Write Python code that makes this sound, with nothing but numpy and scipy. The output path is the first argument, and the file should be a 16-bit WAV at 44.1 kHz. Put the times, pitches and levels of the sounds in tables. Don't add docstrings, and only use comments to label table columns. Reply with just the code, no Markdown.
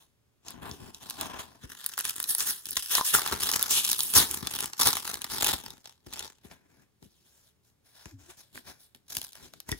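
import sys
import numpy as np
from scipy import signal
from scipy.fft import rfft, irfft, next_fast_len
from scipy.io import wavfile
from scipy.ndimage import uniform_filter1d

SR = 44100
rng = np.random.default_rng(int(sys.argv[2]) if len(sys.argv) > 2 else 0)


def log_audio(samples):
    frames = np.atleast_2d(samples).T
    limited = np.clip(frames, -1, 1)
    pcm = np.round(limited * 32767).astype(np.int16)
    wavfile.write(sys.argv[1], SR, pcm)


N = 431738
TIME = np.arange(N) / SR

# (f/Hz, relative level/dB)
ROOM_TONE = [(15, -46), (25, -11), (92, -0.5), (344, -13), (439, -11.5), (503, -21), (560, -13),
             (641, -20.5), (16000, -31.5)]
WALLS = [(40, -8.0), (1000, 3.5), (5000, 2.5), (16000, -2.5)]
RUMBLE = [(20, -36.5), (42, -9), (60, -1.5), (90, -2), (190, -1.5), (290, 1), (390, -1), (460, -9),
          (650, -30.5)]
CRACKLE = [(1900, -25), (2400, -4.5), (3000, 1.5), (3900, 3), (4600, 1), (5500, 3), (6500, 0.5),
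           (7700, -1.5), (9000, -22.5)]
SIZZLE = [(6800, -28), (8000, -3.5), (9500, 0), (11100, 2.5), (12300, 0.5), (13900, -2), (15000, -1.5),
          (17000, -15)]
BOX = [(200, -24), (300, -2), (470, -12.5), (620, 1), (740, 3.5), (860, 3.5), (1030, 7), (1250, -3.5),
       (1650, -2), (2200, -8), (3200, -9), (4500, -27)]
TAUT_FOIL = [(250, -21.5), (450, -8.5), (700, -8.5), (1000, 0.5), (1300, -1), (1800, 4), (2200, -5.5),
             (3000, -24)]
LOOSE_FOIL = [(250, -24), (450, -6.5), (680, -6), (860, 2), (1170, 1.5), (1400, -1.5), (1750, -1.5),
              (2200, -4), (3000, -20)]
OPEN_SLEEVE = [(300, -21), (550, -4), (700, -4.5), (870, 3), (1200, -5), (2000, -4.5), (3200, -18)]
CARD = [(250, -4.5), (450, -6), (600, 3.5), (750, 2), (1000, 3), (1250, -4), (1600, 3.5), (2000, -1),
        (2400, -0.5), (3200, -21)]
# (from t/s, tone colour)
SHEETS = [(0, BOX), (1.6, TAUT_FOIL), (3.16, LOOSE_FOIL), (5.38, OPEN_SLEEVE), (6.4, CARD)]

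# (t/s, hold/s, crackle level/dB, top octave over the rest of the crackle/dB,
# sheet level/dB, rumble level/dB)
RUMMAGES = [(0.011, 0.016, -60, 0, -66, -78.5), (0.47, 0.044, -48, -9, -51, -53),
            (0.545, 0.074, -68, 0, -55, -49), (0.631, 0.058, -51, 2, -42.5, -44.5),
            (0.694, 0.064, -53, -2, -58.5, -49.5), (0.803, 0.097, -56, -2, -55, -50),
            (0.947, 0.025, -56, -1, -62.5, -61.5), (1.02, 0.15, -49, -2.9, -53, -56),
            (1.194, 0.07, -42, -4, -40.5, -44), (1.299, 0.078, -51, -5, -43, -48),
            (1.397, 0.0079, -40, -3.5, -40.5, -49), (1.442, 0.12, -65, -3.1, -61.5, -61),
            (1.635, 0.0077, -50, -4.5, -52, -54.5)]
CRUMPLES = [(1.703, 0.028, -47.5, 0, -52, -59), (1.773, 0.16, -48.0, -1.5, -55.5, -69),
            (1.985, 0.014, -37.5, -3.7, -47, -59), (2.052, 0.053, -34.5, 1.81, -46.0, -56.5),
            (2.157, 0.09, -42.5, 2, -51.5, -57.5), (2.67, 0.068, -39, 2.5, -55, -56.5),
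            (2.77, 0.13, -37, 2.0, -53.5, -71), (3.175, 0.13, -38.0, -4.5, -40, -53),
            (3.33, 0.013, -31, 0.32, -32.5, -35.5), (3.412, 0.09, -27.5, 1, -38.5, -45.5),
            (3.541, 0.018, -26.5, 0.6, -36, -43.2), (3.581, 0.1, -35.5, -0.81, -41.5, -53),
            (3.845, 0.084, -26.5, 0.9, -43.3, -51.5), (4.307, 0.077, -37.0, 3, -45.5, -45.5),
            (4.422, 0.063, -44, -3.5, -46, -47), (4.51, 0.11, -34.5, 0.3, -44, -50),
            (4.625, 0.0077, -33, -1.5, -37, -42), (4.807, 0.016, -21, -1, -29, -41),
            (4.865, 0.013, -19.5, 2, -28, -35), (4.96, 0.01, -31.0, -0.5, -42.5, -48),
            (5.057, 0.051, -34.5, 0.4, -40.5, -51.5), (5.142, 0.014, -38.5, 0.8, -41.5, -44.5),
            (5.222, 0.031, -44, -4, -47.5, -52.0), (5.308, 0.086, -33.5, -0.2, -40.5, -45.5),
            (5.404, 0.12, -26.5, -1.5, -33.5, -41.5), (5.595, 0.163, -57, -4.5, -58.5, -57),
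            (5.854, 0.043, -53.5, -6.5, -59.5, -70.2), (6.07, 0.018, -53, -3.5, -56, -52),
            (6.128, 0.14, -44, -6.5, -49, -54.5)]
RIPS = [(2.293, 0.014, -24, 10, -44.5, -54.5), (2.392, 0.033, -28, 3.5, -41, -53.5),
        (2.47, 0.036, -26, 5.5, -41, -50.5), (2.912, 0.07, -26, 2, -39, -55.5),
        (3.05, 0.055, -27.5, 4, -45.5, -63.5), (3.142, 0.012, -17.5, 4, -28, -40.5),
        (3.71, 0.08, -23.5, -0.5, -41.5, -49.5), (3.985, 0.135, -31.5, 8, -52, -54),
        (4.157, 0.025, -14, 3, -27, -33), (4.203, 0.016, -26.5, -2, -32, -36)]
SLIDES = [(6.451, 0.008, -54.5, -0.5, -57, -54.5), (6.513, 0.01902, -57, -3, -54.5, -54.5),
          (6.56, 0.1, -80, -8, -71, -67), (6.7, 0.13, -71, -2, -69.5, -66),
          (7.03, 0.025, -62.5, 0, -75, -62), (7.1, 0.14, -70.5, -3, -84.5, -83),
          (7.259, 0.23, -64.5, -0.5, -74, -85), (7.648, 0.048, -69.5, 0, -78.5, -85.5),
          (7.86, 0.13, -63.5, 0.5, -69.5, -78), (7.953, 0.15, -58, -4.5, -62, -76),
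          (8.197, 0.076, -60.5, -5, -65, -64.5), (8.301, 0.0079, -50, -2, -53.5, -61),
          (8.385, 0.024, -50.5, -1.5, -60, -62.5), (8.55, 0.034, -49, 0, -59, -53.5),
          (8.668, 0.034, -48.5, -2.5, -50.5, -53), (8.805, 0.046, -58, 4, -73.5, -91),
          (9.37, 0.04, -60, -4, -61, -63), (9.432, 0.029, -51.5, -4, -58.5, -53.5),
          (9.533, 0.047, -63, -4, -74, -61), (9.692, 0.034, -47, -2, -49.5, -50),
          (9.778, 0.009, -53, 2, -71, -72.5)]
CARD_FLICKS = [(8.954, 0.0082, -63, 1, -73, -62.5), (9.098, .028, -43, -1, -55.5, -61.5),
               (9.152, 0.034, -38.5, 2, -53.5, -51.5), (9.232, .022, -41, 3.5, -54, -58.5),
               (9.298, 0.0083, -50, -2, -66, -78), (9.354, .006, -50, 0, -54, -68)]
# (table, attack/s, release/s, spread of click sizes/dB)
MOVEMENTS = [(RUMMAGES, 0.012, 0.018, 3.0), (CRUMPLES, .011, .02, 4.8), (RIPS, .01, .02, 1.9),
             (SLIDES, .011, .018, 2.1), (CARD_FLICKS, .009, .011, 5.6)]

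# (t/s, f/Hz, level/dB)
SQUEAK = [(8.10, 379, -87), (8.12, 348.8, -54), (8.145, 276.3, -50), (8.19, 276, -60.5), (8.24, 295, -69),
          (8.26, 339.7, -86), (8.295, 362, -48), (8.33, 370, -85)]
# (t/s, relative level/dB)
BUMPS = [(0.711, -47), (.815, -48.5), (1.638, -43), (2.769, -51), (3.146, -42.5), (3.327, -50.5),
         (4.165, -38), (4.425, -42.5), (5.535, -42.5), (5.66, -55.5), (6.065, -47.5), (6.448, -52.5),
         (7.022, -53), (7.055, -58), (8.057, -48.5), (9.168, -51), (9.686, -46), (9.718, -34.5)]
# (t/s, level/dB, f/Hz, t60/s)
POPS = [(2.9825, -19, 1080, 0.021), (2.996, -20, 990, 0.014), (3.011, -15, 1015, 0.022),
        (3.149, -12, 1423, 0.023), (3.187, -16.5, 1205, .012), (9.691, -35, 977, 0.036),
        (9.693, -33, 1934, 0.026), (9.726, -23.5, 1915, 0.028)]
# (t/s, crack level/dB, top octave over the rest of the crack/dB, sheet level/dB)
SNAPS = [(0.4833, -36.5, -8, -50), (0.5055, -40.5, 13, -49.5), (0.713, -38, -17.5, -52),
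         (0.946, -39.5, -9, -63), (1.0987, -31.5, 3, -58), (1.1071, -33, -2, -44), (1.2109, -27, 3.5, -37),
         (1.231, -41, -11, -35.5), (1.842, -37.5, 2, -50), (1.8624, -22.5, 10, -42), (1.8899, -37, 8, -64),
         (1.9367, -38.5, -2, -52), (1.9777, -29, 4, -32), (1.9896, -25, 14, -43), (2.0081, -28.5, 7, -39),
         (2.052, -25.5, 1, -36.5), (2.0949, -25.5, 4.5, -46), (2.1627, -33, 9, -62),
         (2.2011, -25.5, 7, -36), (2.2281, -28.5, 13, -56), (2.2406, -28, 0, -46.5),
         (2.3493, -20.5, 12, -39), (2.3827, -26, 21, -57), (2.4049, -23, -1.5, -37), (2.6556, -33, 3, -59),
         (2.708, -28, 22, -66), (2.7679, -22.5, -5.5, -33.5), (2.7714, -23, -5, -33),
         (2.9519, -16.5, 0.5, -29.5), (2.9818, -28, 5, -29), (3.0112, -31, -13, -33),
         (3.15, -16.5, 9.5, -23.5), (3.2617, -29, -1.5, -31.5), (3.2757, -26.5, 1, -40.5),
         (3.3234, -29, -5, -28), (3.4338, -25.5, 3, -42), (3.4897, -28, -10, -28), (3.5152, -23, -0.5, -37),
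         (3.5359, -24, -8, -32.5), (3.6269, -17, 9, -47), (3.8484, -22, -1, -43), (3.9153, -20, 6.5, -45.5),
         (3.9916, -25, 3.5, -38), (4.0055, -21, -4, -40.5), (4.033, -24.5, 18, -57),
         (4.1381, -22.5, 4, -40), (4.3114, -25, 7.5, -52), (4.3443, -27.5, 7, -46.5),
         (4.471, -25, -3.5, -37), (4.5598, -30.5, 0.5, -42.5), (4.6057, -25, 4, -43.5),
         (4.6578, -30, 4.5, -47), (4.7334, -34.5, -10.5, -39.5), (4.7987, -25.5, 9, -31.5),
         (4.8137, -21, 3.5, -33.5), (4.872, -18, -4, -26.5), (4.9299, -23, -3.5, -32.5),
         (4.9689, -29, 5, -30.5), (5.1416, -29, -1.5, -43), (5.2178, -31, 1, -50), (5.2432, -29, 0, -36.5),
         (5.4448, -19, 2, -39), (5.4694, -22, 0, -34), (5.6618, -36.5, -6.5, -42.5), (5.7043, -39, -5, -55),
         (5.8567, -41.5, -12, -49), (6.0636, -54, -2, -56.5), (6.1357, -34, -4, -49.5),
         (6.1931, -31, -2, -53), (6.5126, -52, -18, -50), (7.026, -56, -7, -56.5), (8.0565, -46, -5, -45),
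         (8.5557, -51.5, 0, -45), (8.5756, -52, -5, -40), (8.9478, -49.5, -4, -54.5), (9.1517, -34, 6, -48),
         (9.1683, -24.5, 1, -39.5), (9.2152, -33.5, 0, -46.5), (9.3314, -46.5, 0, -65),
         (9.5366, -46, -4, -49), (9.6023, -39, 0.5, -50.5), (9.6908, -36.5, 7, -42),
         (9.7166, -27.5, -2.5, -43)]
# (f/Hz, lag of the left/rad)
PAIR_PHASE = [(50, 0.5), (520, -1.53), (1100, -0.52), (2100, -2), (3500, -1.45), (5700, -2), (6900, -0.75),
              (8000, -2.5), (8600, -1.56), (9300, -2.5), (11100, 0.5), (13200, 2.5), (15300, 7.5),
              (16000, 4.5)]

BASS_LEFT_DB = 5.8
USUAL_SPREAD_DB = 3


def from_db(db):
    return 10 ** (np.asarray(db) / 20)


def pan(left_db):
    gains = from_db([[left_db / 2], [-left_db / 2]])
    return gains / np.sqrt(np.mean(gains ** 2))


def add(out, s, sound):
    at = max(round(s * SR), 0)
    out[:, at:at + sound.shape[1]] += sound[:, :max(N - at, 0)]


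def response(spectrum, size=2048):
    hz, db = np.transpose(spectrum)
    grid = np.log(np.maximum(np.fft.rfftfreq(size, 1 / SR), 1))
    outside = np.maximum(np.log(hz[0]) - grid, 0) + np.maximum(grid - np.log(hz[-1]), 0)
    cepstrum = irfft(np.log(from_db(np.interp(grid, np.log(hz), db) - 20 * outside)))
    cepstrum[1:size // 2] *= 2
    cepstrum[size // 2 + 1:] = 0
    return irfft(np.exp(rfft(cepstrum)))


def colour(x, impulse):
    wet = signal.oaconvolve(np.float32(x), np.float32(np.atleast_2d(impulse)), axes=1)
    return wet[:, :x.shape[1]].astype(float)


def even(x, window_s):
    size = max(int(window_s * SR), 2)
    power = uniform_filter1d(uniform_filter1d(np.mean(x ** 2, axis=0), size), size)
    return x / np.sqrt(np.maximum(power, 1e-9 * power.mean()))


def drift(per_s):
    knots = rng.standard_normal(int(N / SR * per_s) + 2)
    return np.interp(TIME * per_s, np.arange(len(knots)), knots) / np.sqrt(2 / 3)


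def room_tone(level_db=-71):
    noise = rng.standard_normal((2, N)) + 0.79 * rng.standard_normal(N)
    bed = colour(noise, response(ROOM_TONE))
    return from_db(level_db) * bed / bed.std()


def room(x, t60_s=0.17, size=12000):
    t = np.arange(size) / SR
    tail = rng.standard_normal((2, size)) * np.exp(-np.log(1000) * t / t60_s) * (t > .003)
    tail /= np.sqrt(np.sum(tail ** 2, axis=1, keepdims=True))
    return colour(x, colour(tail, response(WALLS)))


def squeak(jitter=0.0307, shudder_hz=80, shudder_db=7.5):
    times, pitches, levels = np.transpose(SQUEAK)
    hz, db = np.interp(TIME, times, pitches), np.interp(TIME, times, levels)
    touching = (TIME > times[0]) & (TIME < times[-1])
    slips = np.sin(2 * np.pi * np.cumsum(hz * (1 + jitter * drift(120))) / SR)
    shudder = np.sin(2 * np.pi * np.cumsum(shudder_hz * (1 + 0.16 * drift(60))) / SR)
    shudder *= from_db(shudder_db) * (hz.min() / hz) ** 6
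    return touching * from_db(db) * (slips + shudder) * pan(2.7)


def bumps(start_hz=380, end_hz=52, fall_s=.009, attack_s=0.0026, decay_s=0.014, rough=0.6, size=6000):
    out, t = np.zeros((2, N)), np.arange(size) / SR
    body = response(RUMBLE)
    envelope = (1 - np.exp(-t / attack_s)) * np.exp(-t / decay_s)
    for s, db in BUMPS:
        glide = np.exp(-t / fall_s * rng.uniform(.5, 2.8))
        phase = 2 * np.pi * np.cumsum(end_hz + (start_hz - end_hz) * glide) / SR
        scuff = colour(rng.standard_normal((2, size)), body)
        thud = (np.sin(phase) + rough * scuff / scuff.std()) * envelope
        add(out, s, from_db(db + 10.0) * thud)
    return out * pan(BASS_LEFT_DB)


def pops(size=3000):
    out, t = np.zeros((2, N)), np.arange(size) / SR
    for s, db, hz, t60 in POPS:
        ring = np.sin(2 * np.pi * hz * t) * np.exp(-np.log(1000) * t / t60)
        add(out, s, from_db(db) * ring * pan(2))
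    return out


def facet(rise_s, crack_s, ring_s, ring_db, apart_db, mode_db, count=6, size=800):
    t = np.arange(size) / SR
    envelope = np.exp(-t / crack_s) + from_db(ring_db) * np.exp(-t / ring_s)
    hz = np.exp(rng.uniform(np.log(1700), np.log(14000), (count, 1)))
    cycles = rng.uniform(4.2, 16, (count, 1))
    modes = np.sum(np.sin(2 * np.pi * hz * t) * np.exp(-t * hz / cycles) * hz / hz.max(), axis=0)
    shared = rng.standard_normal(size) * envelope + from_db(mode_db) * modes
    own = rng.standard_normal((2, size)) * envelope * from_db(apart_db)
    sound = (shared + own) * (1 - np.exp(-(t / rise_s) ** 2))
    return sound / np.sqrt(np.sum(sound ** 2))


def flex():
    return facet(rise_s=0.00083, crack_s=0.00054, ring_s=0.0022,
                 ring_db=-15.0, apart_db=-0.5, mode_db=-22.5)


def treble_shares(top_db):
    lower = 1 / np.sqrt(1 + from_db(top_db) ** 2)
    return lower, lower * from_db(top_db)


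def narrow(x, side_db=-7):
    mid = x.mean(axis=0)
    return mid + from_db(side_db) * (x - mid)


def palm_echo(x, delay_s=0.0002194, wander_db=4.0, strength=.42):
    late = TIME - delay_s * from_db(wander_db * drift(9))
    return x + strength * np.array([np.interp(late, TIME, channel) for channel in x])


def handling(settle_db=-16, settle_s=.1, waver_db=1.0, waver_per_s=24):
    power = np.full((4, N), 1e-12)
    weighted_spread = np.full(N, 1e-12 * USUAL_SPREAD_DB)
    settle = from_db(settle_db)
    for table, attack_s, release_s, spread_db in MOVEMENTS:
        for start, hold, crackle_db, top_db, sheet_db, rumble_db in table:
            near = slice(*np.searchsorted(TIME, [start - 10 * attack_s, start + hold + .5]))
            t = TIME[near] - start
            after = np.maximum(t - hold, 0)
            release = (1 - settle) * np.exp(-after / release_s) + settle * np.exp(-after / settle_s)
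            envelope = np.exp(np.minimum(t, 0) / attack_s) * release
            lower, upper = treble_shares(top_db)
            gains = from_db([crackle_db, crackle_db, sheet_db, rumble_db]) * [lower, upper, 1, 1]
            own_power = np.outer(gains, envelope) ** 2
            power[:, near] += own_power
            weighted_spread[near] += spread_db * own_power[0]
    grip = from_db(waver_db * drift(waver_per_s))
    return np.sqrt(power) * grip, weighted_spread / power[0]


def buckling(spread_db, nominal_per_s=2500, clump_db=2.0, shift_db=2.5, shifts_per_s=18, facets=15):
    coarse = spread_db / USUAL_SPREAD_DB
    clumps = from_db(clump_db * drift(170) * coarse)
    per_s = nominal_per_s / coarse ** 2
    onsets = np.flatnonzero(rng.random(N) < per_s / SR)
    swarm, flexing = np.zeros((2, 2, N))
    knots = np.arange(0, N / SR, 1 / shifts_per_s)
    for at in np.array_split(rng.permutation(onsets), facets):
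        turn_db = shift_db * np.interp(at / SR, knots, rng.standard_normal(len(knots)))
        size_db = spread_db[at] * np.minimum(rng.exponential(1, len(at)), 4.5) + turn_db
        clicks = np.zeros((1, N))
        clicks[0, at] = clumps[at] * from_db(size_db) * rng.choice([-1, 1], len(at))
        crease = facet(rise_s=0.00034, crack_s=0.00028, ring_s=0.0024,
                       ring_db=-10.5, apart_db=2.0, mode_db=-16)
        swarm += colour(clicks, crease)
        flexing += colour(clicks, flex())
    return palm_echo(swarm), flexing


def crinkle(faders, spread_db):
    lower, upper, sheet, fingers = faders
    swarm, flexing = buckling(spread_db)
    crackle = even(colour(swarm, response(CRACKLE)), window_s=0.024) * pan(2.5)
    sizzle = even(colour(narrow(swarm), response(SIZZLE)), window_s=0.029)
    handovers = np.searchsorted(TIME, [start for start, _ in SHEETS[1:]])
    turns = np.split(flexing, handovers, axis=1)
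    rustles = [colour(turn, response(spectrum)) for turn, (_, spectrum) in zip(turns, SHEETS)]
    rustle = even(np.hstack(rustles), window_s=0.032) * pan(3.5)
    rumble = even(colour(flexing, response(RUMBLE)), window_s=0.036) * pan(BASS_LEFT_DB)
    return lower * crackle + upper * sizzle + sheet * rustle + fingers * rumble


def snaps(length_s=0.0053):
    out = np.zeros((2, N))
    for s, crack_db, top_db, sheet_db in SNAPS:
        click = facet(rise_s=0.00029, crack_s=0.00029, ring_s=0.0025,
                      ring_db=-17, apart_db=-6.5, mode_db=-16)
        lower, upper = treble_shares(top_db)
        in_hand = [spectrum for start, spectrum in SHEETS if start <= s][-1]
        for source, spectrum, gain in ((click, CRACKLE, lower * from_db(crack_db)),
                                       (narrow(click), SIZZLE, upper * from_db(crack_db)),
                                       (flex(), in_hand, from_db(sheet_db))):
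            sound = colour(source, response(spectrum))
            add(out, s, gain * sound * np.sqrt(2 * length_s * SR / np.sum(sound ** 2)))
    return out


def scene():
    close = crinkle(*handling()) + snaps() + bumps() + pops() + squeak()
    return close + from_db(-15.0) * room(close) + room_tone()


def record(dry):
    size = next_fast_len(N + 2048)
    lag = np.interp(np.fft.rfftfreq(size, 1 / SR), *np.transpose(PAIR_PHASE))
    turn = np.exp(.5j * np.outer([-1, 1], lag))
    pair = irfft(rfft(dry, size) * turn, size)[:, :N]
    rounded = 1.258 * np.tanh(pair / 1.34)
    lowpass = signal.firwin(301, cutoff=15950, fs=SR, window=("kaiser", 8))
    return signal.oaconvolve(rounded, lowpass[None], mode="same", axes=1)


dry = scene()
out = record(dry)
log_audio(out)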